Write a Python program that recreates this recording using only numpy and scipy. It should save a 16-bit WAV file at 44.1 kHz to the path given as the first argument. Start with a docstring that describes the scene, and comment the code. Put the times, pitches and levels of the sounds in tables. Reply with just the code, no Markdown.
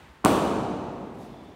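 """A large, bare gym: an iron dumbbell is set down among others, a few metres from the microphone.
It touches, lands with a thump and a hard metal tick, rocks twice and settles softly.
Damped modes make the blows, filtered impulses the ticks, and decaying noise the hall's long echoes.
Later, soft scuffs of swelling hiss and a faint high ring of narrow-band noise are heard.
Dull coloured noise is the air of the room."""
import sys
import numpy as np
from scipy import signal
from scipy.fft import rfft, irfft, next_fast_len
from scipy.io import wavfile

SR = 44100
rng = np.random.default_rng(int(sys.argv[2]) if len(sys.argv) > 2 else 0)


def digitize_waveform(pressure):
    """Quantize a signal to 16-bit integers and store it at the path in sys.argv[1].

    Rows of a 2-D input are taken as channels; values are limited to [-1, 1].
    """
    field = np.atleast_2d(pressure).T
    bounded = np.clip(field, -1, 1)
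    quanta = np.round(bounded * 32767).astype(np.int16)
    wavfile.write(sys.argv[1], SR, quanta)


N = 68355  # length [samples]


def undb(db):
    """Decibels to gain."""
    return 10 ** (np.asarray(db) / 20)


def unit(x):
    """Scale to rms 1."""
    return x / np.sqrt(np.mean(x ** 2))


def since(start):
    """Seconds since a moment, zero before it."""
    return np.maximum(np.arange(N) / SR - start, 0)


def fade(start, t60, rise):
    """Quick rise, then exponential decay by 60 dB in t60 seconds."""
    age = since(start)
    return (1 - np.exp(-age / rise)) * np.exp(-np.log(1000) * age / t60)


def on_log(hz, points, values):
    """Join points by straight lines on a log-frequency axis."""
    return np.interp(np.log(np.maximum(hz, 1)), np.log(points), values)


def colour(x, table):
    """Causal, minimum-phase filter with the given outline (frequency [Hz], level [dB])."""
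    size = 2 * N
    points, levels = np.array(table).T
    hz = np.arange(N + 1) * SR / size
    gain = undb(on_log(hz, points, levels))
    # folding the cepstrum onto positive times makes the filter causal
    cepstrum = irfft(np.log(gain))
    cepstrum[1:N] *= 2
    cepstrum[N + 1:] = 0
    response = np.exp(rfft(cepstrum))
    return irfft(rfft(x, size) * response)[:N]


def noise(table):
    """Coloured noise of rms 1."""
    return unit(colour(rng.standard_normal(N), table))


CONTACT_RISE_S = 0.00062  # time constant for a contact to build up


def ring(start, modes):
    """Decaying sine modes struck at one moment."""
    age = since(start)
    total = 0
    for hz, db, t60 in modes:
        total = total + undb(db) * fade(start, t60, CONTACT_RISE_S) * np.sin(2 * np.pi * hz * age)
    return total


# spectrum of the dull room air: (frequency [Hz], relative level per Hz [dB])
AIR_COLOUR = [(30, -32), (45, 8.5), (66, 1), (99, -8), (200, -10), (400, -12), (650, -16.5), (920, -11),
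              (1300, -17), (1900, -17), (2770, -22.5), (4000, -28), (5200, -33.5), (9500, -38.5),
              (10500, -43), (15500, -44)]
# slow drift of the room air: (time [s], level [dB])
AIR_LEVEL = [(0, -46.5), (.2, -51.5), (1.0, -50.5), (1.55, -52.5)]


def air():
    """Dull room noise whose level drifts a little."""
    times, levels = np.array(AIR_LEVEL).T
    return undb(np.interp(since(0), times, levels)) * noise(AIR_COLOUR)


# echoes of the hall: (frequency [Hz], level against the direct sound [dB], t60 [s])
HALL = [(62, 5.5, 2.95), (122.8, 3.5, 4.16), (234, 5.5, 2.7), (520, 12, 2.58), (1022, -0.5, 2.22),
        (2050, 4, 1.81), (4320, 6.5, 1.58), (7950, -4.5, 1.17), (16100, 0, 0.71)]
HALL_DELAY_S, HALL_BUILD_S = 0.00039, 0.0021
EARLY_DB, EARLY_T60_S = -4, 0.49


def hall(sounds):
    """Dense echoes off bare walls, a new pattern for each sound: strong early ones, then a long
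    tail whose treble dies first."""
    size = next_fast_len(2 * N, True)
    hz = np.arange(size // 2 + 1) * SR / size
    centres = np.array(HALL)[:, 0]
    white = rfft(rng.standard_normal((len(sounds), size)))
    early = undb(EARLY_DB) * fade(HALL_DELAY_S, EARLY_T60_S, HALL_BUILD_S)
    echoes = 0
    # each band is a triangle on the log-frequency axis, crossfading into its neighbours
    for (_, db, t60), band in zip(HALL, np.eye(len(HALL))):
        late = fade(HALL_DELAY_S, t60, HALL_BUILD_S)
        shape = np.hypot(late, early)
        band_noise = irfft(white * on_log(hz, centres, band), size)[:, :N]
        echoes = echoes + undb(db) * band_noise * shape / np.linalg.norm(shape)
    return signal.fftconvolve(sounds, echoes, axes=1)[:, :N].sum(axis=0)


SLIDE_START_S, SLIDE_RISE_S = 1.2, 0.13
SLIDE_HZ, SLIDE_WIDTH_HZ, SLIDE_DB = 3480, 160, -67


def slide():
    """A narrow metal resonance, rubbed faintly into ringing."""
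    b, a = signal.iirpeak(SLIDE_HZ, SLIDE_HZ / SLIDE_WIDTH_HZ, fs=SR)
    resonance = unit(signal.lfilter(b, a, rng.standard_normal(N)))
    swell = np.minimum(since(SLIDE_START_S) / SLIDE_RISE_S, 1)
    return undb(SLIDE_DB) * swell * resonance


# soft scuffs of cloth or shoe: (time [s], length [s], level [dB])
SCUFFS = [(0.996, 0.059, -86), (1.131, 0.037, -67), (1.16, 0.13, -62.5), (1.423, .04, -71)]
# spectrum of the scuffing hiss: (frequency [Hz], relative level [dB])
SCUFF_COLOUR = [(1000, -15), (3000, -7.5), (6000, -10), (9000, -11), (13000, -15.5), (15500, -22)]


def scuffs():
    """Short half-sine swells of rubbing hiss."""
    swell = 0
    for start, length, db in SCUFFS:
        swell = swell + undb(db) * np.sin(np.pi * np.minimum(since(start) / length, 1))
    return swell * noise(SCUFF_COLOUR)


# thin rings that outlast the blow: (frequency [Hz], level [dB], t60 [s])
RINGS = [(198, -38, 1.9), (283, -30, 1.6), (490, -35, 1.0), (562, -36, 1.2), (634, -38, 1.4),
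         (742, -41, 1.4), (997, -36, 1.1), (1116, -40, 1.1), (1485, -46, .7), (3079, -58, .7),
         (9276, -56, .5)]


def lingering_rings():
    """Weakly damped modes, struck as the dumbbell lands, ring on thinly."""
    landing_s = BLOWS[2][0]
    return ring(landing_s, RINGS)


# the support gives under the weight: (frequency [Hz], relative level [dB], t60 [s])
THUMP = [(116, -33, 0.022), (205.4, -6, 0.033), (264, -3, 0.02)]
# damped modes of the iron heads and support: (frequency [Hz], relative level [dB], t60 [s])
CLANK = [(474, -16, 0.017), (670, -10, 0.011), (783, -6, 0.012), (954, 4, 0.01), (1102, 0.5, 0.012),
         (1370, -5, 0.0047)]
# colour of the metal-on-metal tick: (frequency [Hz], relative level [dB])
TICK_COLOUR = [(500, -13.5), (1500, -7.5), (2000, -2), (2700, 4.5), (4000, -2.5), (5200, -7.5),
               (6700, -1.5), (8900, 4.5), (10600, -5), (15500, -10.5)]
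# brief bright modes that the tick excites: (frequency [Hz], relative level [dB], t60 [s])
PING = [(1424, -18, 0.014), (2657, -24.5, .01), (3070, -28, 0.0083), (6570, -23.5, 0.0073),
        (8560, -21.5, 0.0067)]
TICK_DB = 4  # click against its pings


def contact(start, thump_db, clank_db, tick_db):
    """One contact thumps the support, clanks the iron and gives a sharp, pinging tick."""
    click = colour(signal.unit_impulse(N, int(start * SR)), TICK_COLOUR)
    tick = undb(TICK_DB) * click + ring(start, PING)
    thump = undb(thump_db) * ring(start, THUMP)
    clank = undb(clank_db) * ring(start, CLANK)
    return thump - clank + undb(tick_db) * tick


# contacts of the dumbbell: (time [s], thump level [dB], clank level [dB], tick level [dB])
BLOWS = [(0.243, -30, -19.5, -65), (.2458, -13, -18, -60), (0.2494, -6, -17.5, 1), (0.2591, -17.5, -5, -12),
         (0.2658, -17, -12, -23), (.349, -16.5, -17, -50)]


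def dumbbell():
    """Successive contacts as the iron touches, lands, rocks and settles."""
    return [contact(*blow) for blow in BLOWS]


def scene():
    """The contacts and scuffs in the hall, the lingering rings, the faint slide and the room's air."""
    sounds = np.array(dumbbell() + [scuffs()])
    direct = sounds.sum(axis=0)
    mix = direct + hall(sounds) + lingering_rings() + slide() + air()
    return mix[None]


LOW_CUT_HZ, TOP_HZ = 60.4, 15750


def record(dry):
    """The microphone drops the deep bass and cuts the top steeply."""
    low_cut = signal.butter(4, LOW_CUT_HZ, "high", fs=SR, output="sos")
    top_cut = signal.ellip(10, .2, 80, TOP_HZ, fs=SR, output="sos")  # 0.2 dB ripple, 80 dB stop
    return signal.sosfilt(top_cut, signal.sosfilt(low_cut, dry))


dry = scene()
out = record(dry)
digitize_waveform(out)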